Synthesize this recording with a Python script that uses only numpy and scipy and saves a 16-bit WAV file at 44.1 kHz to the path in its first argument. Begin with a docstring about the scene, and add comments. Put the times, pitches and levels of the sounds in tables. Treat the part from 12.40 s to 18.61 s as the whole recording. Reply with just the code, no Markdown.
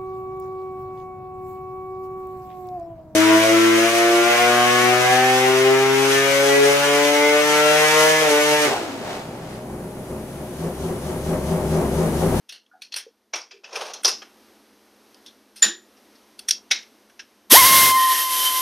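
"""Over a quiet workshop hiss and hum come small metal clicks: a bolt, a socket and an air ratchet are handled,
dragged and fitted; then the ratchet's vane motor spins up into a whine over hissing exhaust air.
Clicks are gritty noise contacts with resonances and a room tail; knocks and the socket are decaying modes.
The drag is a dense noise of slips; the ratchet is a harmonic series with noise, clipped near the microphone.
"""
import sys
import numpy as np
from scipy import signal
from scipy.fft import rfft, irfft, next_fast_len
from scipy.io import wavfile
from scipy.ndimage import uniform_filter1d

SR = 44100
rng = np.random.default_rng(int(sys.argv[2]) if len(sys.argv) > 2 else 0)


def pcm_store(signal):
    """Save signal as 16-bit PCM."""
    levels = np.round(np.clip(np.atleast_2d(signal), -1, 1) * 32767)
    wavfile.write(sys.argv[1], SR, levels.astype(np.int16).T)


N = 273861
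T = np.arange(N) / SR  # time axis, s

# Spectrum of the background air: f/Hz, density level/dB (per Hz, relative)
SHOP_SPECTRUM = [(25, -11), (70, 1.5), (170, -5.5), (200, -10), (264, -1.5), (420, -5), (600, -10),
                 (800, -11), (2400, -19.5), (4400, -21), (6300, -22), (8000, -30), (10500, -27),
                 (13000, -24.5), (15000, -27)]
# Swells of the whole background: t/s, level/dB
SHOP_LEVELS = [(0.0, -70.5), (1.2, -68.5), (1.75, -55.5), (5.05, -58.5)]
# Metal contacts: t/s, nominal peak level/dB, then levels/dB against the mids of lows, low mids and highs,
# low ring f/Hz, high ring f/Hz, contact time/s, room tail level/dB
CLICK_EVENTS = [(0.0917, -25.5, -19, -4.5, -10, 2620, 3470, .007, -8),
                (0.1225, -29.5, -9, 1, -6, 2800, 4320, .006, -6),
                (0.262, -55, -20, 3, -17, 3300, 3630, .0073, -10),
                (0.4190, -27, -16, -4, -7.5, 2480, 4320, .007, -9),
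                (0.5213, -28, -15, -5.5, -20, 2670, 4330, .013, -7),
                (0.5402, -19.5, -8, -.5, -9, 3330, 4400, .0051, -11),
                (0.5605, -27, -11, -.5, -2, 3000, 5080, .035, 5),
                (0.9350, -18.5, 1.5, -1.5, -27, 2230, 5530, .015, -4.5),
                (0.9544, -27, 3.5, -11, -10, 2420, 5650, .0068, 0),
                (1.1102, -39.5, -4, 1, -30, 2420, 4900, .014, 1),
                (1.2414, -38, -20, 4, -28, 2550, 5000, .01, 0),
                (1.329, -35, -20, -2, -14, 2400, 5370, .012, -2),
                (1.3556, -22, -30, 1, -12, 2400, 5370, .014, -6),
                (1.465, -32, -20, -6, -8, 2400, 5900, .008, -8),
                (1.5348, -21, -19.5, -14.5, -15, 1410, 6030, .016, -7),
                (1.633, -34.5, -10, 4.5, 7, 1480, 5900, .0084, -14),
                (1.6467, -1.5, -6.5, -13.5, -12.5, 3300, 5200, .008, -5.5),
                (1.6794, -18.5, 4, 0, -2, 1380, 5700, .018, -9),
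                (1.8186, -33, 5, 6, -26, 1380, 3000, .016, -9),
                (2.744, -35.5, -15.5, -6, -8, 3070, 4870, .0041, -19),
                (2.8625, -28, -33, -9.5, -11, 3340, 3500, .0049, -8),
                (3.159, -37, -22, -5, -4, 2220, 4890, .05, -3),
                (3.2238, -13, -7, -2.5, -6, 1760, 3690, .008, 3),
                (3.5694, -52, -4, 3, -11, 2900, 5260, .013, -11),
                (3.7524, -51, -11, -8.5, -8, 1830, 4570, .012, -1),
                (3.9915, -26.5, -33.5, -3, 0, 3440, 4550, .007, -13),
                (4.0851, -9.5, -47.5, -6, -4.5, 3370, 5500, .011, -8),
                (4.1078, 0, -39.5, -13, -11.5, 3380, 5570, .0063, -17),
                (4.3107, -4.5, -13, -2.5, -19, 2170, 3800, .017, -9),
                (4.4294, -47, -19, 8.5, -11, 2290, 3330, .0094, -14),
                (4.6972, -51, -6, 5, -8, 1580, 5710, .012, -13),
                (4.7929, -31.5, -10, 4, -21, 1700, 5310, .02, -9)]
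# Resonances of the steel tool: f/Hz, width/Hz, mean level/dB
STEEL_MODES = [(2190, 45, -21), (2670, 63, -0.5), (3290, 180, -4), (4205, 48, -4), (4750, 29, 0),
               (5320, 58, 5), (5733, 150, -0.5)]
# Short hollow knocks and blips, the last as the valve opens: t/s, level/dB, f/Hz, t60/s
KNOCK_EVENTS = [(0.313, -51.5, 1440, 0.26), (.335, -50, 745, 0.23), (.665, -33.5, 454, 0.079),
                (1.131, -47, 396, 0.35), (3.255, -32, 215, .2), (3.262, -33, 340, 0.32),
                (5.104, -21, 1026, 0.3)]
# The tool dragged over the floor: t/s, level/dB, level of highs/dB against it
DRAG_LEVELS = [(1.235, -55, -30), (1.32, -43, -30), (1.36, -36, -22), (1.5, -35, -22), (1.53, -42, -35),
               (1.62, -52, -35)]
# Modes of the socket: f/Hz, level/dB, t60/s
SOCKET_MODES = [(1890, -12, .32), (4600, -15, .15), (7044, 0, .27), (8640, -22, .25)]
# Harmonics of the vane rate in order: level at first/dB, droop/(dB/s), t of fall/s, level after/dB
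WHINE_PARTIALS = [(-7.5, 13, 5.735, -25), (-15, 3, 5.57, -42), (-22, 40, 5.26, -34)]
# Spectrum of the exhaust air: f/Hz, density level/dB (per Hz, relative)
EXHAUST_SPECTRUM = [(200, -66), (260, -22.5), (650, -21.5), (1300, -21), (1900, -15), (2400, -19.5),
                    (3100, -11.5), (4200, -15), (6000, -14), (8000, -19.5), (10500, -13), (11500, -9),
                    (13500, -10.5)]
# Microphone colour: f/Hz, gain/dB
MIC_RESPONSE = [(170, -20), (200, -3), (6200, 0), (7100, -4.5), (8200, 2), (13300, -1), (13600, -32.5)]

HUM_HZ, HUM_DB = 212.4, -5

# clicks: heavier parts, with more lows, and harder blows sound longer
TAIL_T60_S, HEAVY_S_PER_DB, HARD_S_PER_DB = .268, .0024, .0016
RING_DB, DAMP_DB_PER_S = 7, 520  # a longer contact damps the rings

SOCKET_S, SOCKET_DB = 3.222, -10.5

VALVE_S, ROTOR_S = 5.095, 5.122  # air flows, then the rotor breaks free
# vane rate: from a crawl it shoots past its cruise, then settles
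CRAWL_HZ, CRUISE_HZ, OVERSHOOT_HZ, SPIN_UP_S, SETTLE_S = 250, 1031, 74, .029, .23
CATCH_S, CATCH_HZ, CATCH_WIDTH_S = 5.23, 80, .02  # the drive takes up its load: a brief drop in rate
SPIN_UP_DB, UP_S = -5, 5.158  # the whine is weaker until the rotor nears its speed
OVERTONE_POWER = 2.5  # overtones grow with this power of the speed, per harmonic step
SWELL_S, SWELL_DB, SWELL_WIDTH_S = 6.075, 10, .03  # the third partial swells briefly
# the first rush of exhaust droops, then gives way to a steady hiss
RUSH_DB, RUSH_DROOP_DB_S, RUSH_END_S, STEADY_DB, FALL_S = -7.5, 10, 5.53, -25, .015
GEAR_HZ, GEAR_DB, GEAR_END_S = 1860, -31, 5.85  # a rough gear band
# headroom over the mean level: little from full speed to the end of the rush, more before and after
TIGHT_DB, LOOSE_DB, TIGHT_S = -2.5, 8, 5.17
TOP_HZ = 15650  # upper limit of the recorder


def undb(db):
    """Decibel law: level in dB to amplitude gain."""
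    return 10 ** (np.asarray(db) / 20)


def unit(x):
    """Normalization: scale to rms 1."""
    return x / np.sqrt(np.mean(x ** 2))


def band(x, lo_hz, hi_hz):
    """Band limitation: a steep band-pass."""
    return signal.sosfilt(signal.butter(5, [lo_hz, hi_hz], "band", fs=SR, output="sos"), x)


def peak(x, hz, width):
    """Resonance: one mode of given bandwidth in Hz, scaled to rms 1."""
    return unit(signal.lfilter(*signal.iirpeak(hz, hz / width, SR), x))


def double_peak(x, hz, width):
    """Cascaded resonance: the same mode applied twice, for steeper skirts."""
    return peak(peak(x, hz, width), hz, width)


def shaped(x, points):
    """Linear filtering: multiply the spectrum by (Hz, dB) points joined over log frequency."""
    size = next_fast_len(len(x))
    f, db = np.transpose(points)
    hz = np.arange(size // 2 + 1) * SR / size
    gain = undb(np.interp(np.log(hz + 1), np.log(f), db))
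    return irfft(rfft(x, size) * gain, size)[:len(x)]


def colour(points, lo_hz, hi_hz):
    """Coloured noise: a given spectrum, rms 1 inside the band lo-hi."""
    x = shaped(rng.standard_normal(N), points)
    return x / np.std(band(x, lo_hz, hi_hz))


def walk(rate):
    """Slow random fluctuation: values held 1 / rate s and smoothed twice; rms 1."""
    k = int(SR / rate) + 1
    held = np.repeat(rng.standard_normal(N // k + 1), k)
    return unit(uniform_filter1d(uniform_filter1d(held, k), k)[:N])


def step(s, before, after, width):
    """Smooth transition: a tanh change from one value to another about time s."""
    return before + (after - before) * (1 + np.tanh((T - s) / width)) / 2


def bump(s, width):
    """Gaussian pulse: a brief swell of height 1 at time s."""
    return np.exp(-((T - s) / width) ** 2)


def add(out, s, x):
    """Superposition: mix a sound in at time s."""
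    i = int(s * SR)
    out[i:i + len(x)] += x[:N - i]


def shop():
    """Stationary noise plus a tone: background hiss with a hum wavering in pitch and level."""
    hum_phase = 2 * np.pi * np.cumsum(HUM_HZ + 4 * walk(15)) / SR
    hum = undb(HUM_DB + walk(36)) * np.sin(hum_phase)
    air = colour(SHOP_SPECTRUM, 200, 1000) * undb(walk(6))
    return undb(np.interp(T, *np.transpose(SHOP_LEVELS))) * (air + hum)


def steel(x, low_db, low_mid_db, high_db, body_db):
    """Modal excitation: a contact drives the tool's resonances unevenly; returns body and highs."""
    edges = ((330, 1400), (1400, 3200), (3200, 6800), (7000, 14000))
    low, low_mid, mid, high = (unit(band(x, *pair)) for pair in edges)
    mids = mid + undb(low_mid_db) * low_mid
    modes = 0
    for f, width, db in STEEL_MODES:
        drive = undb(db + 5 * rng.standard_normal())
        modes = modes + drive * signal.lfilter(*signal.iirpeak(f, f / width, SR), mids)
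    body = mids + undb(body_db) * unit(modes) + undb(low_db) * low
    return body, undb(high_db) * (high + peak(high, 9300, 800))


def clicks():
    """Impact and reverberation: a gritty contact and a lumpy room tail, coloured by the part that rings."""
    out, t = np.zeros(N), T[:SR * 2 // 5]
    for s, db, *range_db, low_hz, high_hz, contact, tail_db in CLICK_EVENTS:
        t60 = max(TAIL_T60_S + HEAVY_S_PER_DB * range_db[0] + HARD_S_PER_DB * db, .05)
        noise, grit, wash = rng.standard_normal((3, len(t)))
        blow = (1 - np.exp(-(t / .0023) ** 2)) * np.exp(-(t / max(contact, .002)) ** 2)
        # a light touch comes just before the blow
        touch = undb(-28) * (t < .008)
        shape = np.roll(blow, SR // 200) + touch
        hit = shape * sum(steel(noise * undb(3.9 * grit), *range_db, -2))

        # the tail falls faster as it goes, and the highs die sooner
        lumps_db = 1.09 * unit(uniform_filter1d(grit, 300))
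        decay = undb(tail_db - 60 * (t / t60) ** 1.22 + lumps_db)
        fade = (1 - np.exp(-(t / .0087) ** 3)) * decay
        body, highs = steel(wash, *range_db, 0)
        tail = fade * (body + highs * np.exp(-t / .067))

        rings = undb(range_db[1]) * double_peak(wash, low_hz, 300) + double_peak(noise, high_hz, 600)
        # the rings fade more slowly than the rest of the tail
        ring_shape = shape + fade * np.exp(t / .45)
        ringing = undb(RING_DB - DAMP_DB_PER_S * contact) * ring_shape * rings
        # noise peaks stand well over its mean level, hence the 13 dB
        add(out, s - .006, undb(db - 13) * (hit + tail + ringing))
    return out


def knocks():
    """Damped oscillation: a short rub sets one hollow mode going."""
    out, t = np.zeros(N), T[:SR // 2]
    for s, db, hz, t60 in KNOCK_EVENTS:
        rub = unit(band(rng.standard_normal(len(t)), .86 * hz, 1.16 * hz))
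        tone = np.sin(2 * np.pi * hz * t) + .8 * rub
        onset = 1 - np.exp(-t / .0017)
        add(out, s, undb(db - 60 * t / t60) * onset * tone)
    return out


def drag():
    """Sliding friction: dense uneven slips of steel on the floor, with a hollow body resonance."""
    s, db, high_db = np.transpose(DRAG_LEVELS)
    slips = rng.standard_normal(N) * undb(2.8 * walk(110) + 1.8 * rng.standard_normal(N))
    body, highs = steel(slips, 1.5, -1.8, 0, -12.5)
    hollow = undb(-4) * double_peak(slips, 560, 500)
    sound = unit(body) + hollow + undb(np.interp(T, s, high_db)) * highs
    return undb(np.interp(T, s, db, left=-120, right=-120)) * sound


def socket():
    """Free vibration: the socket knocks on the frame and its modes ring, roughened by rattle noise."""
    out, t = np.zeros(N), T[:SR // 2]
    rattle = rng.standard_normal(len(t))
    ring = 0
    for hz, db, t60 in SOCKET_MODES:
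        tone = np.sin(2 * np.pi * hz * t) + .45 * double_peak(rattle, hz, 160)
        ring = ring + undb(db - 60 * (t / t60) ** 1.22) * tone
    # a hand damps the ring soon after the blow
    grip = .35 + np.exp(-(t / .03) ** 4)
    onset = 1 - np.exp(-(t / .0022) ** 2)
    add(out, SOCKET_S, undb(SOCKET_DB) * onset * grip * ring)
    return out


def speed():
    """Rotor acceleration: vane rate in Hz, overshooting and relaxing to its cruise."""
    run = np.maximum(T - ROTOR_S, 0)
    goal = CRUISE_HZ + OVERSHOOT_HZ * np.exp(-run / SETTLE_S)
    lag = (goal - CRAWL_HZ) * np.exp(-(run / SPIN_UP_S) ** 1.7)
    return goal - lag - CATCH_HZ * bump(CATCH_S, CATCH_WIDTH_S)


def vane_whine(phase, run):
    """Siren principle: vanes chop the exhaust into harmonics of the vane rate."""
    start_db = step(ROTOR_S - .006, -50, 0, .005) + step(UP_S, SPIN_UP_DB, 0, .006)
    whine = 0
    for k, (db, droop, s, after_db) in enumerate(WHINE_PARTIALS):
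        level_db = step(s, db - droop * run, after_db, FALL_S) + start_db
        if k == len(WHINE_PARTIALS) - 1:
            level_db = level_db + SWELL_DB * bump(SWELL_S, SWELL_WIDTH_S)
        waver_db = (1.1 + 1.2 * k) * walk(50)
        growth = (speed() / CRUISE_HZ) ** (k * OVERTONE_POWER)
        whine = whine + np.sqrt(2) * undb(level_db + waver_db) * growth * np.sin((k + 1) * phase)
    return whine


def exhaust(phase, run):
    """Jet noise: turbulent hiss, slightly amplitude-modulated at the vane rate."""
    level_db = step(RUSH_END_S, RUSH_DB - RUSH_DROOP_DB_S * run, STEADY_DB, FALL_S)
    chop = 1 + .094 * np.sin(phase)
    return colour(EXHAUST_SPECTRUM, 7800, 13320) * chop * undb(level_db + 1.64 * walk(30))


def overload(sound):
    """Nonlinear distortion: lopsided clipping at the microphone spills into the bass and the top."""
    mean = np.sqrt(uniform_filter1d(sound ** 2, 900) + 1e-9)
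    tighten_db = step(TIGHT_S, LOOSE_DB, TIGHT_DB, .02)
    release_db = step(RUSH_END_S + .04, 0, LOOSE_DB - TIGHT_DB, .025)
    top = mean * undb(tighten_db + release_db)
    return np.clip(sound, -top, .85 * top)


def ratchet():
    """Air-driven rotation: whine, exhaust hiss and gear noise start as the valve opens."""
    run = np.maximum(T - VALVE_S, 0)
    # the rotor stumbles until it is up to speed
    unsteady = .003 + .03 * np.exp(-run / .1)
    phase = 2 * np.pi * np.cumsum(speed() * (1 + unsteady * walk(150))) / SR
    whine = vane_whine(phase, run)
    hiss = exhaust(phase, run)
    gear = peak(rng.standard_normal(N), GEAR_HZ, 47) * undb(step(GEAR_END_S, GEAR_DB, -60, .03))
    valve = np.clip(run / .025, 0, 1) ** 2
    return overload(shaped(valve * (whine + hiss + gear), MIC_RESPONSE))


def scene():
    """Superposition of the sources: one microphone feeds both channels."""
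    handling = shaped(clicks() + knocks() + drag() + shop(), MIC_RESPONSE)
    return np.tile(handling + socket() + ratchet(), (2, 1))


def record(dry):
    """Saturation and band limits: full scale clips; the deepest bass and the top are cut."""
    wet = signal.sosfilt(signal.butter(2, 45, "high", fs=SR, output="sos"), np.clip(dry, -1, 1))
    return signal.sosfilt(signal.ellip(8, .2, 80, TOP_HZ, fs=SR, output="sos"), wet)


dry = scene()
out = record(dry)
pcm_store(out)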